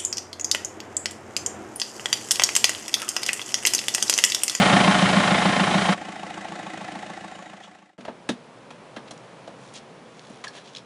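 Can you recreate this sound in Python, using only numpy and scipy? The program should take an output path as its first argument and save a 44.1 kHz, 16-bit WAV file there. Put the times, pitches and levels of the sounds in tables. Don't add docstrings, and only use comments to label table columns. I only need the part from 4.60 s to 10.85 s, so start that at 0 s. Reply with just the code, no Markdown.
import sys
import numpy as np
from scipy import signal
from scipy.fft import rfft, irfft
from scipy.io import wavfile
from scipy.ndimage import uniform_filter1d

SR = 44100
rng = np.random.default_rng(int(sys.argv[2]) if len(sys.argv) > 2 else 0)


def generate_wav(signal):
    frames = np.transpose(np.atleast_2d(signal))
    scaled = np.clip(frames, -1, 1) * 32767
    pcm = np.round(scaled).astype(np.int16)
    wavfile.write(sys.argv[1], SR, pcm)


N = 275625
TIME = np.arange(N) / SR
CYCLE_S = 0.1447
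# first_firing_s, start_s, end_s
PARKED_TIMES = (1.485, 1.34, 3.38)


def gain_of(db):
    return 10 ** (np.asarray(db) / 20)


def evened(x):
    return x / np.sqrt(np.mean(x ** 2) + 1e-20)


def add(mix, start_s, sound):
    at = int(round(start_s * SR))
    sound = sound[max(-at, 0):]
    part = mix[max(at, 0):][:len(sound)]
    part += sound[:len(part)]


def coloured(x, spectrum):
    hz, db = np.transpose(spectrum)
    bins_hz = np.fft.rfftfreq(len(x), 1 / SR)
    curve_db = np.interp(np.log(bins_hz + 1), np.log(hz), db)
    return evened(irfft(rfft(x) * gain_of(curve_db), len(x)))


def resonant(x, modes):
    out = x.copy()
    for hz, width_hz, db in modes:
        b, a = signal.iirpeak(hz, hz / width_hz, fs=SR)
        out += gain_of(db) * signal.lfilter(b, a, x)
    return out


def bell(hz, centre_hz, octaves):
    return np.exp(-.5 * (np.log2((hz + 1) / centre_hz) / octaves) ** 2)


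def hump(t, half_s):
    return np.exp(-.5 * (t / half_s) ** 2)


def swell(t, peak_s, order=2):
    u = np.maximum(t, 0) / peak_s
    return (u * np.exp(1 - u)) ** order


def grit(size, centre_hz, octaves, uneven_db):
    strength_db = uneven_db * np.clip(rng.standard_normal(size), -2, 2)
    impacts = rng.standard_normal(size) * gain_of(strength_db)
    band = bell(np.fft.rfftfreq(size, 1 / SR), centre_hz, octaves)
    return evened(irfft(rfft(impacts) * band, size))


def firings(times, cylinders):
    first_s, start_s, end_s = times
    count = len(cylinders)
    step_s = CYCLE_S / count
    for k in range(int((start_s - first_s) / step_s) - 2, int((end_s - first_s) / step_s) + 2):
        yield first_s + k * step_s + cylinders[k % count][0], k % count


def clatter(times, cylinders, colour, burst_s, between, alike, ticks_db):
    t = np.arange(round(CYCLE_S * SR)) / SR
    power = np.full(N, between ** 2)
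    for s, k in firings(times, cylinders):
        stray_db = .6 * rng.standard_normal()
        add(power, s, (gain_of(cylinders[k][1] + stray_db) * swell(t, burst_s)) ** 2)
    repeated = np.resize(rng.standard_normal(len(t)), N)
    shake = np.sqrt(alike) * repeated + np.sqrt(1 - alike) * rng.standard_normal(N)
    ticks = gain_of(ticks_db * evened(uniform_filter1d(rng.standard_normal(N), size=60)))
    return coloured(shake * ticks * np.sqrt(power), colour)


def boom(times, cylinders, hz, lag_s, peak_s, order):
    t, out = np.arange(round(CYCLE_S * SR)) / SR, np.zeros(N)
    for s, k in firings(times, cylinders):
        pitch_hz = hz * (1 + 0.005 * rng.standard_normal())
        level_db = cylinders[k][2] + 0.42 * rng.standard_normal()
        puff = swell(t, peak_s, order) * np.sin(2 * np.pi * pitch_hz * t)
        add(out, s + lag_s, gain_of(level_db) * puff)
    return out


def ring(times, rings, sag_depth, uneven_db):
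    sag_s, sag_half_s = 0.422, 0.151
    first_s, _, end_s = times
    t, out = np.arange(round(CYCLE_S * SR / 2)) / SR, np.zeros(N)
    phases = rng.random(len(rings))
    for s in np.arange(first_s - 2 * CYCLE_S, end_s, CYCLE_S):
        for (lag_s, hz, db, peak_s), phase in zip(rings, phases):
            sag = 1 - sag_depth * hump(s + lag_s - sag_s, sag_half_s)
            pitch_hz = hz * sag * (1 + 0.0021 * rng.standard_normal())
            tone = np.sin(2 * np.pi * (pitch_hz * t + phase))
            level_db = db + uneven_db * rng.standard_normal()
            add(out, s + lag_s, gain_of(level_db) * swell(t, peak_s) * tone)
    return out


def heard(times):
    return uniform_filter1d(1. * ((TIME >= times[1]) & (TIME < times[2])), size=200)


def van_passing():
    # first_firing_s, start_s, end_s
    pass_times = (0.053, 0, 1.34)
    # lateness_s, clatter_db, boom_db
    pass_cylinders = [(-0.001, -3, -11), (0.001, -2.5, -8), (-0.0005, -1.5, -1), (-0.0005, -2, -14)]
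    # freq_hz, relative_db_per_hz
    pass_colour = [(30, -25), (70, -14.5), (120, 0.5), (250, 4.5), (430, -5.5), (670, -0.5), (950, -8),
                   (1400, -4), (2100, -5), (2500, -7.5), (3300, -11), (5000, -18), (8000, -31),
                   (10500, -58)]
    # freq_hz, width_hz, over_direct_db
    pass_bay = [(601, 17, 2), (727, 23, 6), (850, 63, 5.5), (1054, 68, 7.5), (1283, 39, -1.5),
                (1420, 46, -4.5), (1825, 44, 0.5), (2116, 36, -3.5), (2240, 79, -12), (2915, 50, -2.5),
                (3130, 92, 3.5), (3470, 31, -7), (3600, 100, -1.5), (3880, 95, -0.5)]
    # after_first_firing_s, pitch_hz, relative_db, swell_s
    pass_rings = [(.005, 814, -1, 0.0079), (.043, 810, -2, 0.003), (.075, 845, 6.5, 0.0042),
                  (.078, 1070, 3, 0.0044), (.113, 880, -20, 0.0064)]
    start_m, speed_m_per_s = 4.03, 3.03
    engine_db, exhaust_db, exhaust_loss = -20.5, -8.5, 0.73

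    bursts = clatter(pass_times, pass_cylinders, pass_colour,
                     burst_s=.009, between=.46, alike=.2, ticks_db=1.3)
    rattle = evened(resonant(bursts, pass_bay))
    block = ring(pass_times, pass_rings, sag_depth=0.243, uneven_db=1.8)
    hiss = gain_of(-13) * grit(N, 6500, .65, uneven_db=4)
    exhaust = boom(pass_times, pass_cylinders, hz=188, lag_s=.005, peak_s=.015, order=3)
    nearness = start_m / (start_m + speed_m_per_s * TIME)
    engine = gain_of(2.5) * rattle + gain_of(-2.5) * block + hiss
    body = gain_of(engine_db) * nearness * engine
    tailpipe = gain_of(exhaust_db) * nearness ** exhaust_loss * exhaust
    return heard(pass_times) * (body + tailpipe)


def van_parked():
    # lateness_s, clatter_db, boom_db
    parked_cylinders = [(-0.002, -0.03, -4), (-0.003, 0.34, -13.5), (-0.0038, 0.24, -11.5),
                        (-0.001, -0.11, -7)]
    # freq_hz, relative_db_per_hz
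    parked_colour = [(30, -28), (70, -8), (130, -1.5), (290, 1.5), (420, -2), (720, 7), (950, -4),
                     (1400, -2.5), (1900, -2), (2600, -5.5), (3500, -9), (4800, -13.5), (7500, -15.5),
                     (10500, -25.5)]
    # freq_hz, width_hz, over_direct_db
    parked_bay = [(317, 32, 7), (548, 31, -14.5), (853, 26, 2.5), (1065, 26, 2), (1338, 37, 1.5),
                  (1570, 45, -2), (1744, 31, 2.5), (2006, 90, -4.5), (2510, 63, -4.5), (3080, 80, -6),
                  (3760, 52, 0.5)]
    # after_first_firing_s, pitch_hz, relative_db, swell_s
    parked_rings = [(0.00242, 764, 1.5, 0.0015), (0.00087, 855, -3.5, 0.0055), (0.0011, 1120, -7, 0.0087),
                    (.039, 736, -6.5, 0.012), (.0705, 1900, -5.5, 0.0044), (.0775, 765, 4, .0033),
                    (.11, 774, -7, 0.0028), (.108, 2900, -10, 0.0037), (.036, 2020, -12, 0.0067),
                    (.1415, 800, -2, 0.0015)]
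    level_db, fade_from_s = -38, 2.343

    bursts = clatter(PARKED_TIMES, parked_cylinders, parked_colour,
                     burst_s=0.0057, between=0.55, alike=0.2, ticks_db=0.6)
    rattle = evened(resonant(bursts, parked_bay))
    block = ring(PARKED_TIMES, parked_rings, sag_depth=0, uneven_db=1)
    exhaust = boom(PARKED_TIMES, parked_cylinders, hz=193, lag_s=.001, peak_s=.016, order=5)
    engine = gain_of(-1.5) * rattle + gain_of(7.0) * block + gain_of(8.5) * exhaust
    fade = np.interp(TIME, [fade_from_s, PARKED_TIMES[2]], [1, 0])
    return heard(PARKED_TIMES) * gain_of(level_db) * fade * engine


def bird():
    start_s, crest_s, level_db = 2.68, 0.097, -59
    start_hz, fall_hz_per_s, waver = 7200, 1750, .025
    t, out = np.arange(SR // 2) / SR, np.zeros(N)
    wander = evened(uniform_filter1d(rng.standard_normal(len(t)), size=100))
    pitch_hz = (start_hz - fall_hz_per_s * t) * (1 + waver * wander)
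    whistle = np.sin(2 * np.pi * np.cumsum(pitch_hz) / SR)
    add(out, start_s, gain_of(level_db) * swell(t, crest_s) * whistle)
    return out


def rustles(clump_db=3):
    # middle_s, level_db, centre_hz, spread_octaves, half_length_s
    strokes = [(3.044, -48.5, 3220, .15, 0.012), (3.043, -55.5, 5500, 0.42, 0.017),
               (4.481, -47.5, 2760, 0.76, 0.0067), (5.073, -56.5, 4370, .8, 0.056),
               (5.164, -42.5, 3800, 0.75, .017), (5.678, -57, 3500, 0.88, 0.15),
               (5.972, -46.5, 2720, 0.95, 0.029), (6.074, -51, 3550, .7, 0.027),
               (6.167, -47, 3570, 0.78, .022)]
    t, out = np.arange(-SR // 3, SR // 3) / SR, np.zeros(N)
    for s, db, hz, octaves, half_s in strokes:
        unevenness = evened(uniform_filter1d(rng.standard_normal(len(t)), size=80))
        clumps = evened(gain_of(clump_db * unevenness))
        crackle = grit(len(t), hz, octaves, uneven_db=5.5)
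        add(out, s + t[0], gain_of(db) * hump(t, half_s) * clumps * crackle)
    return out


def click(db, hz, octaves, t60_s, rise_s):
    t = np.arange(SR // 4) / SR
    shape = np.minimum(t / rise_s, 1) * gain_of(-60 * t / t60_s)
    return gain_of(db) * shape / shape.max() * grit(len(t), hz, octaves, uneven_db=8)


def door(thud_lag_s=0.00298, thud_octaves=1.0):
    # freq_hz, relative_db, t60_s
    panel_modes = [(135, -12, 0.17), (199.5, -1, 0.18), (240.5, 1, 0.16), (300, 4, 0.057), (357, -9, 0.15),
                   (453, -1.5, 0.096), (550, 3.5, 0.069), (613, 4.5, 0.066), (688, 3.5, 0.08),
                   (817, -2, 0.058), (925, -18, 0.04), (1170, -4, 0.05), (1240, -9, 0.047)]
    # start_s, click_db (before trim resonances), click_hz, thud_db, thud_hz
    knocks = [ (3.381, -53, 1490, -33.5, 278), (3.406, -49, 2390, -45, 400), (3.449, -39.5, 1590, -35, 700),
              (3.478, -38.5, 1050, -25.5, 455), (3.689, -24.5, 2300, -17, 242),
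              (4.104, -42.5, 1900, -42, 600), (4.362, -37, 1670, -30, 308), (4.508, -35.5, 3930, -35, 500),
              (4.874, -45, 2200, -32.5, 700), (5.696, -50.5, 5500, -35.5, 246),
              (5.839, -32, 2200, -41, 750), (5.877, -39.5, 2980, -47, 700), (5.948, -49, 2500, -40.5, 550)]
    click_octaves, reference_t60_s, reference_hz, damping = 1.14, 0.072, 2000, 0.71
    rebound_s, rebound_db = 0.027, -19

    t, clicks, thuds = np.arange(SR // 4) / SR, np.zeros(N), np.zeros(N)
    hz, db, t60_s = np.transpose(panel_modes)[:, :, None]
    for s, click_db, click_hz, thud_db, thud_hz in knocks:
        click_t60_s = reference_t60_s * (reference_hz / click_hz) ** damping
        for lag_s, softer_db in ((0, 0), (rebound_s, rebound_db)):
            contact = click(click_db + softer_db, click_hz, click_octaves, click_t60_s, rise_s=.0035)
            add(clicks, s + lag_s, contact)
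        weight = gain_of(db) * bell(hz, thud_hz, thud_octaves)
        tones = np.sin(2 * np.pi * (hz * t + rng.random(hz.shape)))
        modes = weight * gain_of(-60 * t / t60_s) * tones
        panel = modes.sum(0) * np.sqrt(2) / np.linalg.norm(weight)
        onset = np.minimum(t * thud_hz, 1)
        add(thuds, s + thud_lag_s, gain_of(thud_db) * onset * panel)
    return clicks, thuds


def hush():
    # freq_hz, relative_db_per_hz
    hush_colour = [(30, -44), (55, -13), (90, -24), (120, 0), (240, 0), (320, -4), (500, -0.5), (750, -4.5),
                   (1020, -6.5), (1700, -13), (2500, -15.5), (5000, -24), (10500, -32)]
    level_db, swell_db, crest_s, half_s = -48, 2.6, 4.76, 0.54
    db = level_db + swell_db * hump(TIME - crest_s, half_s)
    return (TIME >= PARKED_TIMES[2]) * gain_of(db) * coloured(rng.standard_normal(N), hush_colour)


def fittings():
    # start_s, level_db, pitch_hz
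    pings = [(3.691, -29, 3800), (5.869, -36.5, 1710), (5.877, -40, 4300), (5.877, -43, 5450)]
    # start_s, level_db, centre_hz
    dry_ticks = [(4.577, -45, 5000), (5.138, -38, 8500), (5.156, -44, 5500), (5.594, -40, 3800),
                 (5.869, -45, 4500), (6.150, -33, 4000), (6.162, -31, 3750), (6.169, -28.5, 3700),
                 (6.183, -35, 4000)]
    out = np.zeros(N)
    for s, db, hz in pings:
        add(out, s, click(db, hz, octaves=0.065, t60_s=0.059, rise_s=0.0024))
    for s, db, hz in dry_ticks:
        add(out, s, click(db, hz, octaves=.58, t60_s=0.014, rise_s=0.0008))
    return out


def cab(x, t60_s=0.24, wet_db=-14):
    t = np.arange(SR // 3) / SR
    sparse = rng.standard_normal(len(t)) * (rng.random(len(t)) < .05)
    taps = sparse * (t > .003) * gain_of(-60 * t / t60_s)
    return x + gain_of(wet_db) * signal.fftconvolve(x, taps / np.linalg.norm(taps))[:N]


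def scene():
    # freq_hz, width_hz, over_direct_db
    trim_modes = [(885, 250, 13), (1260, 59, 2), (1650, 200, 3), (2630, 650, -8.5), (3320, 500, -2.5),
                  (4020, 130, -5), (4270, 130, -13), (5680, 220, -2), (6570, 240, -1), (7340, 180, -2),
                  (9400, 130, 8)]
    clicks, thuds = door()
    trim = gain_of(-3.5) * resonant(clicks + fittings() + rustles(), trim_modes)
    mix = van_passing() + van_parked() + bird() + cab(trim + thuds) + hush()
    return mix[None]


def record(dry):
    low_hz, edge_hz = 45, 10700
    thin = signal.sosfilt(signal.butter(2, low_hz, "highpass", fs=SR, output="sos"), dry)
    lowpass = signal.firwin(401, edge_hz, window=("kaiser", 8), fs=SR)
    return signal.oaconvolve(thin, lowpass[None], "same")


dry = scene()
out = record(dry)
generate_wav(out)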